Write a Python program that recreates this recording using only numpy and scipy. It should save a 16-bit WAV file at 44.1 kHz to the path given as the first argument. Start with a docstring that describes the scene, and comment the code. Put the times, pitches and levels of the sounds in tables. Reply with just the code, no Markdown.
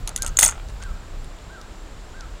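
"""Handcuffs on a tree stump

Close to the microphone, steel handcuffs clink in the hands, drop on a stump with a dense rattle, then
tick faintly as they are held still. Steel on steel cracks and rings briefly; the wood knocks dead.
Far off among the trees a bird repeats one arched whistle. Air rumbles on the microphone over soft hiss."""
import sys
import numpy as np
from scipy import signal
from scipy.fft import rfft, irfft, next_fast_len
from scipy.io import wavfile
from scipy.ndimage import uniform_filter1d

SR = 44100
rng = np.random.default_rng(int(sys.argv[2]) if len(sys.argv) > 2 else 0)


def master(y):
    """Save y as 16-bit WAV."""
    cut = np.clip(np.atleast_2d(y).T, -1, 1)
    pcm = np.round(cut * 32767)  # scale
    wavfile.write(sys.argv[1], SR, pcm.astype(np.int16))


N = 105840
T = np.arange(N) / SR

# hiss of the open air: (frequency [Hz], level [dB])
AIR_COLOUR = [(60, 6), (150, -0.5), (300, 0.5), (600, -2), (1200, -5), (2200, -11.5), (4000, -13.5),
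              (6300, -19.5), (7600, -15.5), (8800, -25), (12000, -32.5), (15500, -37)]
# wind on the microphone: (time [s], level [dB])
GUSTS = [(0.0, -24), (0.1, -37), (0.34, -25.5), (0.37, -31.5), (0.95, -30), (0.98, -36.5), (1.25, -31.5),
         (1.38, -41.5), (1.49, -34), (1.56, -45), (1.73, -36.5), (2.24, -39), (2.33, -33.5), (2.4, -44)]
# its rumble: (frequency [Hz], level [dB])
GUST_COLOUR = [(10, -28), (26, 3.5), (45, -2), (70, -10), (110, -16), (200, -25.5), (500, -60.5)]
# the distant bird calls: (time [s], level [dB])
CALLS = [(.172, -40.5), (.792, -43.5), (1.488, -44), (2.131, -45)]
# the arch of one whistle: (time into the call [s], pitch [Hz], level [dB])
WHISTLE_ARCH = [(0, 1230, -15), (.016, 1488, -2), (.034, 1596, -5.5), (.064, 1584, -1.5),
                (.085, 1395, -2.5), (.099, 1330, -4.5), (.122, 1290, -3), (.14, 1240, -14.5)]
# distinct echoes off the trees: (delay [s], level [dB])
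TREE_REFLECTIONS = [(.060, -17), (0.109, -13.5)]
# a cuff slides over the wood: (time [s], length [s], level [dB])
CUFF_SLIDES = [(0.688, 0.021, -49), (0.814, 0.024, -43)]
# steel rubbing on wood: (frequency [Hz], level [dB])
RUB_COLOUR = [(300, -24.5), (1000, 6), (3500, -3), (6000, -7.5), (9500, -7.5), (13000, -65)]
# the cuffs tick, damped by the fingers: (time [s], level [dB], pitch [Hz])
HELD_TICKS = [(0.686, -41, 6520), (0.8258, -36, 6650), (0.8366, -33, 8150), (1.245, -40, 9500),
              (1.3873, -42.5, 3000), (1.614, -39, 5400), (1.6154, -42, 13100), (2.2080, -40, 3820),
              (2.2086, -32.5, 5460)]
# a damped contact: (frequency [Hz], level [dB])
DAMPED_COLOUR = [(2300, -11), (3600, 8), (10000, -2.5), (14000, -25)]
# steel knocks or rubs on the stump: (time [s], level [dB], decay [s], treble cutoff [Hz])
STUMP_KNOCKS = [(0.077, -34.5, 0.027, 1800), (.1140, -41, 0.01, 1100), (.2350, -31.5, .012, 1000),
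                (.2460, -31, 0.01, 1200), (0.3880, -12, 0.0029, 2660), (0.407, -43, 0.013, 2500),
                (.4220, -18.5, 0.0082, 1900), (.4305, -10, .005, 4000), (.4450, -29.5, 0.018, 1500),
                (.4640, -26, 0.013, 3500), (.4870, -23.5, .006, 3000), (.5235, -29.5, 0.0045, 2660),
                (0.554, -38.5, 0.0062, 3100), (.5785, -35.5, 0.0025, 3570), (0.5974, -40.5, 0.003, 3600)]
# the struck stump: (frequency [Hz], level [dB])
STUMP_COLOUR = [(150, -12), (400, -13.5), (620, -1.5), (880, 3), (1040, -5.5), (1350, 3), (1750, -6.5),
                (2050, -2.5), (3050, -6.5), (3500, -6.5), (4000, -10.5), (12000, -50.5)]
# ringing of the cuffs: (frequency [Hz], level [dB], time to fall 60 dB [s])
CUFF_MODES = [(1950, -13.5, 0.022), (2847, -12, .075), (3385, -10, 0.099), (3555, -6, 0.029),
              (4430, -9, .11), (5300, -7, 0.075), (5990, -5, 0.08), (6540, 0, 0.0665), (6680, 0, 0.049),
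              (7130, -3, 0.05004), (7700, -5, 0.054), (8060, -1, .08), (8930, -6, 0.03), (8700, -2, .07),
              (9220, -2, 0.079), (10510, 0, 0.045), (14950, -6.5, 0.03)]
# a steel contact: (frequency [Hz], level [dB])
CONTACT_COLOUR = [(300, -19), (1500, -18), (2700, -11.5), (3550, -9), (4900, -10), (5700, -19), (6100, 1),
                  (8800, -11.5), (10600, -2), (12200, -10.5), (13300, -7.5), (14700, -3), (15700, -26)]
# the chain tumbles as the cuffs land: (time [s], level [dB])
CHAIN_TUMBLE = [(.386, -68.5), (0.393, -16), (.418, -23), (0.44, -19.5), (0.472, -25), (.503, -51),
                (.535, -66)]
# steel touches steel: (time [s], level [dB], favoured pitch [Hz], its prominence [dB])
CUFF_CLINKS = [(0.075, -22, 10100, 8), (0.0758, -29, 4000, 32), (.0830, -28, 8530, -9),
               (0.0919, -26, 7100, -5), (.1612, -32, 1990, 24), (0.1615, -16.5, 10700, 6),
               (0.1626, -15.5, 7200, 12), (.1766, -26, 7200, -4), (0.186, -34, 9000, 12),
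               (0.2218, -13.5, 6300, 3.5), (0.2293, -20, 6400, 5), (0.235, -30, 7600, 9.5),
               (0.2472, -26, 7980, 8), (0.2638, -17, 8240, 7), (0.263, -29.5, 2900, 35),
               (0.271, -31.5, 7773, 8), (0.2747, -27.5, 8120, 10.5), (0.278, -25, 7550, -4.5),
               (0.283, -32, 8000, 3), (0.2916, -35, 6400, 21.5), (0.369, -23, 6900, 11),
               (0.371, -7, 6980, 21.5), (0.3889, -5, 8440, 9), (0.3905, -5.5, 8380, 10),
               (0.392, -7, 7240, 0), (0.3999, -9.5, 7800, 11.5), (0.4098, -19.5, 9000, 6),
               (0.41, -8, 8520, 18.5), (0.4146, -29.5, 8740, 5.5), (.4212, -15, 6600, 3.5),
               (0.4285, -3.5, 6500, 9.5), (0.4324, -5.5, 9080, 12), (0.4373, -7, 6900, 20),
               (0.4408, -5.5, 10000, 16), (0.443, -9.5, 8880, 9), (0.4488, -4, 8500, 16),
               (0.458, -13, 8500, 11), (0.4614, -9, 6600, 14), (0.4643, -14.5, 6510, 14),
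               (0.4674, -28, 6920, 2.5), (0.4727, -15.5, 7500, 18.5), (0.4795, -9, 8500, 16),
               (0.488, -20, 7130, 18), (0.4943, -23, 7040, 14), (0.5069, -29, 8000, 16),
               (0.5114, -26, 7600, 4), (.5216, -35, 7100, 12)]
# light touches lose treble: (level [dB], treble cutoff [Hz])
CUTOFF_BY_LEVEL = [(-44, 9200), (-19.5, 8800), (-5, 14700)]
# reflections from around the stump: (frequency [Hz], level [dB])
NEAR_ECHO_COLOUR = [(1800, 7.0), (7000, -5.0), (14000, -29)]


def from_db(db):
    """Decibels to gain."""
    return 10 ** (np.asarray(db) / 20)


def rms_one(x):
    """Scale to unit rms."""
    return x / np.sqrt(np.mean(x ** 2) + 1e-20)


def peak_one(x, size=44):
    """Scale so that the loudest millisecond has unit rms."""
    return x / np.sqrt(uniform_filter1d(x * x, size).max() + 1e-20)


def add(out, start_s, x):
    """Mix x into out from start_s on."""
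    i = max(int(start_s * SR), 0)
    out[i:i + len(x)] += x[:N - i]


def dull(x, hz):
    """Roll off everything above hz."""
    return signal.sosfilt(signal.butter(2, min(hz, SR / 2 - 1), fs=SR, output="sos"), x)


def colour(x, points, focus_hz=1000, focus_db=0, width_oct=1):
    """Causal filter through (frequency [Hz], level [dB]) points, with an optional bump at focus_hz."""
    n = 2 * next_fast_len(len(x))
    octave = np.log2(np.maximum(np.arange(n // 2 + 1) * SR / n, 1))
    hz, db = np.transpose(points)
    bump_db = focus_db * np.exp(-.5 * ((octave - np.log2(focus_hz)) / width_oct) ** 2)
    curve_db = np.interp(octave, np.log2(hz), db) + bump_db
    # minimum phase, so nothing sounds ahead of a hit
    cepstrum = irfft(np.log(from_db(curve_db)))
    cepstrum[1:n // 2] *= 2
    cepstrum[n // 2 + 1:] = 0
    return irfft(rfft(x, n) * np.exp(rfft(cepstrum)))[:len(x)]


def burst(envelope):
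    """A run of tiny impacts of random sign under an envelope."""
    return envelope * rng.choice([-1, 1], len(envelope))


def echoes(x, t60_s, count=160):
    """Scattered reflections from trunks and ground, of unit energy."""
    delay = .012 + .6 * t60_s * rng.random(count)
    response = np.zeros(N)
    response[(delay * SR).astype(int)] = rng.choice([-1, 1], count) * from_db(-60 * delay / t60_s)
    return signal.fftconvolve(x, response / np.linalg.norm(response))[:N]


def air_hiss(level_db=-44.5):
    """The soft, steady hiss of open air all around."""
    return from_db(level_db) * rms_one(colour(rng.standard_normal(N), AIR_COLOUR))


def faint_trill(centre_hz=7200, swing_hz=252.7, swings_per_s=8.4, flutter_hz=170, level_db=-64.5):
    """A thin, high band of noise wavers in pitch, far in the background."""
    flutter = dull(rng.standard_normal(N), flutter_hz)
    pitch = centre_hz + swing_hz * np.sin(2 * np.pi * swings_per_s * T)
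    return from_db(level_db) * rms_one(flutter * np.sin(2 * np.pi * np.cumsum(pitch) / SR))


def microphone_wind():
    """Gusts on the microphone make a low, uneven rumble."""
    strength = from_db(np.interp(T, *np.transpose(GUSTS)))
    return strength * rms_one(colour(rng.standard_normal(N), GUST_COLOUR))


def distant_bird(break_s=0.12, rasp_hz=110, rasp_depth=1.5, woods_db=-5.5):
    """Far off, a pure whistle rises, holds, falls into a rasp, and comes back from the trees."""
    times, hz, db = np.transpose(WHISTLE_ARCH)
    t, out = T[T < times[-1]], np.zeros(N)
    phase = 2 * np.pi * np.cumsum(np.interp(t, times, hz)) / SR
    whistle = np.sqrt(2) * from_db(np.interp(t, times, db)) * np.sin(phase)
    roughness = rasp_depth * dull(1. * (t > break_s), rasp_hz)
    for start, level_db in CALLS:
        rasp = rms_one(dull(rng.standard_normal(len(t)), rasp_hz))
        call = from_db(level_db) * whistle * (1 + roughness * rasp) / np.sqrt(1 + roughness ** 2)
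        add(out, start, call)
        for delay, echo_db in TREE_REFLECTIONS:
            add(out, start + delay, from_db(echo_db) * call)
    return out + from_db(woods_db) * echoes(out, t60_s=0.75)


def cuff_slides():
    """A cuff slides over the wood in short, gritty rubs that swell and stop."""
    out = np.zeros(N)
    for start, length_s, db in CUFF_SLIDES:
        size = int(length_s * SR)
        grit = np.sqrt(np.hanning(size)) * rng.laplace(size=size)
        add(out, start, from_db(db) * rms_one(colour(grit, RUB_COLOUR)))
    return out


def held_ticks(size=2000, grit_db=-5, decay_s=0.0012):
    """Contacts damped by the fingers: a snap and a little grit through a broad resonance."""
    out = np.zeros(N)
    for start, db, hz in HELD_TICKS:
        grit = from_db(grit_db) * burst(np.exp(-T[:size] / decay_s))
        tick = colour(signal.unit_impulse(size) + grit, DAMPED_COLOUR, hz, focus_db=14, width_oct=0.15)
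        add(out, start, from_db(db) * peak_one(tick))
    return out


def stump_knocks(size=6000):
    """Steel meets end grain in short, dead, gritty knocks."""
    out = np.zeros(N)
    for start, db, decay_s, cutoff_hz in STUMP_KNOCKS:
        knock = colour(burst(np.exp(-T[:size] / decay_s)), STUMP_COLOUR)
        add(out, start, from_db(db) * peak_one(dull(knock, cutoff_hz)))
    return out


def steel_ring(t, bloom=0, bloom_t60_s=0.014, base_db=-33, spread_db=2.5):
    """The modes of the cuffs, each struck with its own strength; bloom briefly swells the onset."""
    hz, db, t60 = np.transpose(CUFF_MODES)[:, :, None]
    struck_db = base_db + db + spread_db * rng.standard_normal(hz.shape)
    envelopes = from_db(struck_db - 60 * t / t60)
    modes = envelopes * rng.choice([-1, 1], hz.shape) * np.sin(2 * np.pi * hz * t)
    return modes.sum(0) * (1 + bloom * from_db(-60 * t / bloom_t60_s))


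def chain_rattle(size=6000, links=6, hits_per_s=1300, ring_db=1.5):
    """Links tumble over each other in many small hits; each link rings the steel in its own way."""
    times, db = np.transpose(CHAIN_TUMBLE)
    vigour = from_db(np.interp(T, times, db)) * (T > times[0]) * (T < times[-1])
    out = np.zeros(N)
    for _ in range(links):
        struck = rng.random(N) < hits_per_s / links / SR
        hits = vigour * rms_one(struck * rng.standard_normal(N))
        ring = steel_ring(T[:size])
        crack = colour(signal.unit_impulse(size), CONTACT_COLOUR)
        link = crack + from_db(ring_db) * ring / np.linalg.norm(ring)
        out += signal.oaconvolve(hits, link)[:N]
    return out / np.sqrt(links)


def cuff_clinks(size=6000, crack_decay_s=0.00066, chatter_db=-14, chatter_decay_s=0.0067, bloom_db=27.5):
    """Steel on steel, close up: a hard crack, brief chatter and a short ring; light touches are duller."""
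    t, out = T[:size], np.zeros(N)
    envelope = np.exp(-t / crack_decay_s) + from_db(chatter_db) * np.exp(-t / chatter_decay_s)
    for start, db, hz, prominence_db in CUFF_CLINKS:
        crack = peak_one(colour(burst(envelope), CONTACT_COLOUR))
        ring = steel_ring(t, bloom=from_db(bloom_db))
        clink = colour(crack + ring, [(hz, 0)], hz, prominence_db, width_oct=0.1744)
        cutoff_hz = np.interp(db, *np.transpose(CUTOFF_BY_LEVEL))
        add(out, start, from_db(db) * peak_one(dull(clink, cutoff_hz)))
    return out


def scene(near_echo_db=-18.5):
    """One microphone by the stump: cuffs close up, the bird and the open air behind."""
    cuffs = cuff_clinks() + chain_rattle() + held_ticks() + stump_knocks() + cuff_slides()
    reflected = from_db(near_echo_db) * colour(echoes(cuffs, t60_s=.22), NEAR_ECHO_COLOUR)
    background = distant_bird() + air_hiss() + microphone_wind() + faint_trill()
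    return (cuffs + reflected + background)[None]


def record(dry, ceiling=1.15, cutoff_hz=15850):
    """The recorder rounds the loudest peaks and cuts the highest treble."""
    rounded = ceiling * np.tanh(dry / ceiling)
    return signal.sosfilt(signal.ellip(10, .1, 80, cutoff_hz, fs=SR, output="sos"), rounded)


dry = scene()
out = record(dry)
master(out)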